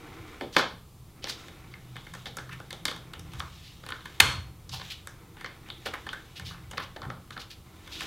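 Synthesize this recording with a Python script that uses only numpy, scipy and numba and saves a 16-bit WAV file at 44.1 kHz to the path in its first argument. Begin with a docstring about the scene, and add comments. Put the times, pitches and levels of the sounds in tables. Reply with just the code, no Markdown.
"""Circuit boards snapping into a laptop.

Two small boards are slid into slots in the underside of a laptop lying on a desk, then pressed until
the latches snap. Taps ring the case, the board and the latches; fingertips scuff plastic; the desk
booms under the hands. A bare room echoes it over a low ventilation hum. One microphone above the desk."""
import sys
import numpy as np
from scipy import signal
from scipy.fft import rfft, irfft, next_fast_len
from scipy.io import wavfile
from scipy.ndimage import uniform_filter1d
from numba import njit

SR = 44100
rng = np.random.default_rng(int(sys.argv[2]) if len(sys.argv) > 2 else 0)


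def transcribe(u):
    """Save the signal u as a 16-bit wav file named by the first command-line argument.

    u: samples, shape (n,) or (channels, n), limited to [-1, 1]; the rate is SR.
    q: integer samples, one column per channel.
    """
    v = np.clip(np.atleast_2d(u).T, -1, 1)
    q = np.round(v * 32767).astype(np.int16)
    wavfile.write(sys.argv[1], SR, q)


N = 355842

# hands moving on the case: t/s, dull rub/dB, bright scuff/dB
HAND_LEVELS = [(0.1, -52, -62), (0.399, -53, -60), (0.85, -92, -85), (1.19, -59.5, -89),
               (1.41, -56.5, -53.5), (1.6, -59, -67), (1.98, -67.5, -62.5), (2.2, -67, -58.5),
               (3.19, -59, -73), (3.37, -57, -55), (3.659, -76, -59.5), (4.25, -58, -57.5),
               (4.522, -63.5, -90), (4.85, -73.5, -47.5), (5.19, -62.5, -78), (5.9, -60, -57.5),
               (7.55, -68.5, -78), (8.07, -51.5, -43.5)]


def undb(db):
    """dB to gain."""
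    return 10 ** (np.asarray(db) / 20)


def unit(x):
    """Scale to rms 1."""
    return x / np.sqrt(np.mean(x ** 2))


def ring(x, modes, passes=1):
    """Parallel resonances (f/Hz, width/Hz, level/dB); alternate signs avoid notches between them."""
    for _ in range(passes):
        x = sum((-1) ** k * undb(db) * signal.lfilter(*signal.iirpeak(hz, hz / width, SR), x)
                for k, (hz, width, db) in enumerate(modes))
    return x


def walk(rate_hz):
    """Random levels, each held for one period and slewed; spread near 1."""
    hold = int(SR / rate_hz)
    return uniform_filter1d(np.repeat(rng.standard_normal(N // hold + 1), hold), hold)[:N]


def curves(table):
    """The columns after a table's time column, one value a sample."""
    times, *columns = np.transpose(table)
    return [np.interp(np.arange(N) / SR, times, column) for column in columns]


@njit
def follow(x, attack, release):
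    """Envelope with separate rates for rising and falling."""
    envelope, level = np.empty(len(x)), 1e-9
    for i in range(len(x)):
        level += (x[i] - level) * (attack if x[i] > level else release)
        envelope[i] = level
    return envelope


def air():
    """Steady room air and microphone hiss."""
    # spectrum of the room tone: f/Hz, relative level/dB
    spectrum = [(12, -53), (20, 2), (106, 2.5), (153, -3.5), (246, -8), (480, -14.5), (599, -18),
                (1270, -17), (1460, -28), (3670, -24), (5890, -28), (14400, -28.5), (15600, -32)]
    hz, db = np.transpose(spectrum)
    size = next_fast_len(N)
    bin_hz = np.arange(size // 2 + 1) * SR / size
    shape = undb(np.interp(np.log(bin_hz + 1), np.log(hz), db))
    return undb(-53) * unit(irfft(rfft(rng.standard_normal(size)) * shape, size)[:N])


def room(x):
    """Echoes off bare walls build within a millisecond, then die away, the treble first."""
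    # reverberation bands: f/Hz, t60/s, level/dB
    bands = [(246, 0.4, -29), (607, 0.36, -26), (1400, 0.32, -33.5), (3000, 0.36, -33), (5640, 0.33, -35.5),
             (11680, 0.27, -39)]
    t = np.arange(SR // 2) / SR
    rise = np.minimum(t / 0.001, 1)
    tail = 0
    for hz, t60, db in bands:
        noise = ring(rng.standard_normal(len(t)), [(hz, hz, 0)], passes=2)
        tail += undb(db - 60 * t / t60) * rise * noise
    return signal.oaconvolve(x, tail)[:N]


def rumble():
    """Wavering lows: presses swell the desk's boom and the hum; moving hands stir the hollow case."""
    # resonances of desk, ventilation hum and hollow case: f/Hz, width/Hz, level/dB
    boom_modes = [(58.2, 20, -8), (93.2, 47, -6)]
    hum_modes = [(124.1, 7.4, 3.5), (172.1, 33, -1.5)]
    hollow_modes = [(210, 61, -0.5), (324, 53, 5), (470, 110, -0.5)]
    # the hum swells and sinks: t/s, level/dB
    hum_levels = [(0.0, -55.5), (1.1, -59), (1.6, -50), (3.1, -50), (3.7, -56.5), (8.07, -62.5)]
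    # hands pressing down on the desk: t/s, t60/s, boom/dB, hum/dB
    presses = [(0.18, 0.54, -47, -71), (0.58, 0.91, -71, -48), (3.15, 1.3, -47.5, -56),
               (3.338, 0.34, -34, -50), (4.199, 0.65, -23, -29.5), (4.69, 0.8, -46.5, -44.5),
               (6.38, 1.76, -44, -46.5), (6.8, 0.37, -55.5, -54.5), (7.03, 0.64, -48, -37.5),
               (7.98, 1.1, -58, -48)]
    t, rise_s = np.arange(N) / SR, 0.012
    boom, hum = undb(-58.5), undb(curves(hum_levels)[0])
    hollow = undb(curves(HAND_LEVELS)[0] + 1)  # 1 dB over the dull rub
    for start, t60, boom_db, hum_db in presses:
        age = np.maximum(t - start, 0)
        swell = (1 - np.exp(-age / rise_s)) * undb(-60 * age / t60)
        boom += undb(boom_db) * swell
        hum += undb(hum_db) * swell
    return sum(gain * unit(ring(rng.standard_normal(N), modes, passes=2))
               for gain, modes in ((boom, boom_modes), (hum, hum_modes), (hollow, hollow_modes)))


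def stick_slip(patchy_db):
    """Skin sticks and slips: dense grains of uneven size, in patches."""
    return rng.standard_normal(N) * undb(2.0 * walk(400) + patchy_db * walk(49))


def rubbing():
    """Hands rub slowly over the case and ring the plastic."""
    # plastic under a dull rub and a bright scuff: f/Hz, width/Hz, level/dB
    rub_modes = [(840, 430, -8), (1346, 200, -2.5), (2180, 380, -6.5)]
    scuff_modes = [(2300, 1900, -2.5), (3730, 590, 8.5), (4740, 6800, -3.5), (8060, 3300, -8.5)]
    return sum(undb(db) * unit(ring(stick_slip(patchy_db=2.2), modes))
               for db, modes in zip(curves(HAND_LEVELS), (rub_modes, scuff_modes)))


def swishes():
    """Fingertips and board edges scrape over plastic: a gritty hiss that swells fast and fades."""
    # quick strokes: t/s, length/ms, level/dB, centre f/Hz
    strokes = [(0.411, 55, -36, 380), (0.524, 130, -46, 4100), (0.579, 48, -32.5, 3700),
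               (1.22, 110, -47.5, 3000), (1.278, 87, -39, 3860), (2.261, 37, -43, 3360),
               (2.509, 64, -45, 1990), (3.52, 110, -55.5, 3720), (3.613, 190, -53.5, 3520),
               (4.713, 118, -40, 3800), (4.724, 94, -47, 1020), (4.899, 54, -37, 3280),
               (5.368, 98, -53, 2000), (5.66, 42, -52.5, 1910), (5.854, 53, -38, 3260),
               (5.936, 33, -34, 1530), (6.356, 69, -45.5, 3400), (6.448, 113, -44, 3630),
               (6.499, 130, -48.5, 1400), (6.772, 15, -34.5, 2600), (6.796, 35, -37, 1400),
               (6.821, 37, -43.5, 3260), (7.025, 60, -46, 1050), (7.03, 125, -49, 257),
               (7.322, 35, -50.5, 3480), (7.394, 62, -44.5, 3570), (7.501, 56, -47, 3730),
               (7.914, 103, -42, 3650), (7.988, 120, -42, 3370)]
    out, friction = np.zeros(N), stick_slip(patchy_db=2.0)
    for start, ms, db, hz in strokes:
        span = slice(int(start * SR), int((start + ms / 1000) * SR))
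        grit = friction[span]
        hiss = undb(db) * unit(ring(grit, [(hz, 0.92 * hz, 0)], passes=2))
        fizz_db = db - 21 + 4.5 * np.log2(hz / 1000)  # higher strokes fizz more
        fizz = undb(fizz_db) * unit(ring(grit, [(8630, 7300, 0)]))
        progress = np.minimum(np.arange(len(grit)) * 1000 / SR / ms, 1)
        out[span] += (hiss + fizz) * np.sin(np.pi * progress ** 0.45) ** 1.25
    return out


def struck_parts(blow):
    """How case, board, latch, treble crack and bare contact answer a blow, each scaled to peak 1."""
    # what every tap rings: f/Hz, width/Hz, level/dB
    case_modes = [(203, 113, 6.5), (316, 70, 9.5), (514, 196, 4), (588, 11, -3.5), (810, 207, 8.5)]
    board_modes = [(1061, 160, -8), (1400, 190, 0), (1796, 200, -6)]
    latch_modes = [(2090, 106, 13.5), (2713, 290, 3.5), (3030, 720, 5), (3724, 203, 9), (4130, 600, 3.5),
                   (4870, 280, -3)]
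    crack_modes = [(6100, 1900, 6), (6940, 900, -1.5), (7860, 20000, 2.5), (10800, 900, -10)]
    parts = []
    for modes, ring_db in ((case_modes, 1.7), (board_modes, 4.7), (latch_modes, 12), (crack_modes, .51)):
        low, high = modes[0][0], modes[-1][0]
        band = [(np.sqrt(low * high), 2.074 * (high - low), 0)]
        ringing_click = ring(blow, band) + undb(ring_db) * ring(blow, modes)
        parts.append(ring(ringing_click, band, passes=2))
    contact = ring(blow, [(1900, 4800, 0)], passes=3)  # over in one cycle
    return [part / np.abs(part).max() for part in parts + [contact]]


def taps():
    """Sharp blows with chatter: returns the sound at the microphone and three feeds to the walls."""
    # contacts: t/s, click/dB, case thud/dB, crack/dB, chatter/ms, struck spot f/Hz, ping there/dB
    contacts = [(0.4105, -21, -26, -30, .3, 3300, -6), (0.5494, -30, -58, -45, .5, 4500, 1),
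                (0.5638, -19, -17.5, -31, 1.2, 3400, 12), (0.5695, -9.5, -13.5, -50, -1, 940, 8),
                (0.5664, 1, -8.5, -12, 0.071, 1580, -10.5), (0.5816, -17, -38, -34, 1.4, 3730, 0),
                (0.594, -13.5, -38, -45, 0.32, 1360, 13), (1.2424, -16.5, -28, -53, 0.067, 5400, 4),
                (1.2706, -26, -38, -34, 2.1, 3030, 8), (1.294, -24.5, -38, -24.5, 8.5, 4560, 14),
                (1.4833, -35.5, -41.5, -38, 0.45, 2270, 0), (1.739, -34, -50, -53, 0.3, 2060, 22),
                (1.957, -32.5, -38.5, -57, 1.4, 2800, 8), (1.966, -27, -68, -34, 0.25, 3420, 3),
                (2.0666, -35.5, -44, -48, 3.6, 2300, 8), (2.1372, -33, -58, -33.5, 2.7, 1340, 3),
                (2.149, -32, -39, -39, 3.4, 1400, -1), (2.257, -27.5, -44, -35, 1.9, 3800, 11),
                (2.2665, -28, -32.5, -37, 0.36, 3570, 6), (2.3689, -27, -32.5, -23, 2, 1440, 3.5),
                (2.3849, -25, -34.5, -45, 1.3, 1500, 9.5), (2.4917, -31.5, -48, -45, 3.4, 1300, 12),
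                (2.527, -34.5, -50, -39.5, 5.3, 2650, 0), (2.601, -35, -34, -37, 1.1, 1446, 5),
                (2.7064, -27.5, -47, -30, 1.7, 4180, 4), (2.7286, -26, -31.5, -23, 0.25, 3470, 8),
                (2.8534, -14, -28, -13, 1.8, 4640, 8.5), (2.8807, -20, -31.5, -26.5, 2.8, 3280, 1),
                (2.9138, -24, -27.5, -25, 0.1, 1230, 5), (2.962, -33.5, -39.5, -36, 2, 3580, 4),
                (3.1345, -29, -39.5, -35, 2.8, 2830, 8), (3.1941, -40, -47, -33.5, 2, 3300, 4),
                (3.3347, -34.5, -53, -36.5, 2.1, 2860, 3), (3.3964, -56, -35, -30, 2.8, 3640, 4),
                (3.403, -20, -45, -34, 0.3, 1250, 8), (3.8364, -34, -38, -52, 1.5, 1470, 4),
                (3.8645, -28, -37.5, -28.5, 0.22, 2680, 8), (3.8884, -27, -36, -31.5, 2, 3140, 7),
                (3.9041, -28, -35.5, -32, 1.2, 1470, 4), (3.9218, -20, -33, -40, 0.3, 1420, 8),
                (4.006, -40, -60, -55, 1, 3450, 14), (4.0559, -27.5, -36.5, -34, 2.3, 1830, -6),
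                (4.2008, -2, -14, -5.5, 2.2, 3280, 8), (4.203, 4, -15, -7, 1.5, 2560, 6),
                (4.2046, -2, -30, 4.5, 1.6, 1370, 10), (4.6926, -31, -63.5, -31.5, 2.9, 4500, 23),
                (4.7987, -28, -37, -43, 0.31, 3660, -9), (4.8126, -31, -50, -46, .2, 3800, -3),
                (4.8162, -26, -55, -44, 0.31, 3850, -3), (5.0726, -28, -39, -22.5, 0.37, 1630, 2),
                (5.368, -39, -45, -52, 1.9, 2370, 4.5), (5.4096, -30.5, -42.5, -39, 2.2, 1760, 1),
                (5.445, -24, -31, -63.5, 1, 2020, 4), (5.4606, -28, -37.5, -66, 1.5, 1830, -4),
                (5.6872, -34.5, -40.5, -43, 1.1, 3000, 6), (5.7015, -23, -48, -38, 1, 3550, 24),
                (5.723, -46, -58, -57, 2.5, 3700, 8), (5.8593, -26.5, -27, -29, 1.9, 1400, 5),
                (5.866, -23.5, -30.5, -32, 3.5, 1400, -1), (5.938, -25.5, -30, -31.5, 1.7, 990, 8),
                (6.0659, -27.5, -32.5, -40.5, 4.9, 1650, -2), (6.09, -22.5, -34.5, -50, 0.76, 3300, 6),
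                (6.1296, -24, -33.5, -35, 3.8, 1590, 13), (6.397, -29, -38, -28.5, 0.91, 2240, -1),
                (6.51, -35, -39, -57, 0.65, 1156, 10), (6.7119, -31, -38.5, -29.5, 2.2, 2900, 5),
                (6.7327, -32, -31, -57, 2.5, 1145, 6), (6.7801, -16, -24, -30, 0.2, 1150, 0),
                (6.9628, -29.5, -31.5, -42.5, .8, 1300, 0), (6.9668, -31, -31, -57.5, .3, 1690, 2),
                (7.0185, -27, -34, -48, .3, 1120, 6), (7.031, -35.5, -39, -54.5, .6, 1400, 6),
                (7.051, -31.5, -38, -46, 1.4, 1220, 13), (7.1018, -25, -26.5, -57, 0.29, 1240, 10.5),
                (7.3058, -30, -42.5, -35.5, 1.9, 1360, 5), (7.364, -28.5, -33, -56, 2.9, 1510, 5),
                (7.377, -26, -38, -36, 0.52, 1287, 5), (7.8753, -35.5, -47, -38.5, 2, 3500, -3),
                (8.007, -24, -50, -27.5, 1.2, 2530, 10), (8.0169, -28.5, -34, -35, 2.2, 1660, 8)]
    # the latch's metal arms ringing on: f/Hz, width/Hz, level/dB
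    arm_modes = [(1453, 10, 30), (2724, 8, 27), (4301, 5.5, 38), (8888, 12, 20)]
    size = 1024
    t = np.arange(size) / SR
    blow = 1. * (t == 0)
    case, board, latch, crack, contact = struck_parts(blow)
    direct, arm_kicks, to_walls = np.zeros(N + size), np.zeros(N + size), np.zeros((3, N + size))
    for k, (start, click_db, case_db, crack_db, chatter_ms, hz, ping_db) in enumerate(contacts):
        at, levels = int(start * SR), [case_db, click_db, crack_db]
        # higher, harder blows are more latch than board
        lean_db = 1.5 * np.log2(hz / 2050) + 0.04 * (click_db + 29.5)
        body = undb(-max(lean_db, 0)) * board + undb(min(lean_db, 0)) * latch
        click = contact + undb(.6 * ping_db) * body  # a dead spot gives little but the contact
        layers = np.array([case, click, crack])
        layers += ring(layers, [(hz, 0.18 * hz, ping_db)])  # favours modes near the spot's pitch
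        # lighter, lower blows last longer, so are duller
        cutoff_hz = 4500 * undb(0.37 * (max(levels) + 31) + lean_db)
        layers = signal.lfilter([1], [1, -np.exp(-2 * np.pi * cutoff_hz / SR)], layers)
        age = 1000 * t / max(chatter_ms, .1)
        chatter = 0.48 * rng.standard_normal(size) * (np.exp(-age) - 0.97 * np.exp(-4 * age))
        tap = signal.fftconvolve((blow + chatter)[None], layers, axes=1)[:, :size]
        tap = undb(levels)[:, None] * tap / np.abs(tap).max(axis=1, keepdims=True)
        direct[at:at + size] += tap.sum(axis=0)
        # the walls get each layer at the same energy, without chatter
        wall_gains = np.sqrt(np.sum(tap ** 2, axis=1) / np.sum(layers ** 2, axis=1))
        to_walls[k % 3, at:at + size] += wall_gains @ layers
        arm_kicks[at] = max(undb(crack_db) - .3, 0)  # only hard cracks shake the arms
    return (direct + ring(arm_kicks, arm_modes))[:N], to_walls[:, :N]


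def scene():
    """One microphone above the desk: left and right are alike but for a trace of noise."""
    direct, to_walls = taps()
    friction = rubbing() + swishes()
    to_walls[0] += 0.71 * friction
    mid = direct + friction + sum(room(feed) for feed in to_walls) + rumble() + air()
    side = undb(-79.5) * ring(rng.standard_normal(N), [(9630, 4000, 12.4), (262, 290, 16), (30, 31, 17)])
    return np.array([mid + side, mid - side])


def record(dry):
    """The recorder's limiter is too slow for the loudest snaps, which clip; the top is cut."""
    threshold_db, ratio, attack_ms, release_ms, top_hz = -21, 3.5, 8.8, 58, 15800
    envelope = follow(np.abs(dry).max(axis=0), 1000 / SR / attack_ms, 1000 / SR / release_ms)
    gain = np.minimum(undb(threshold_db) / envelope, 1) ** (1 - 1 / ratio)
    lowpass = signal.ellip(10, .2, 70, top_hz, fs=SR, output="sos")
    return signal.sosfilt(lowpass, np.clip(dry * gain, -1, 1))


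dry = scene()
out = record(dry)
transcribe(out)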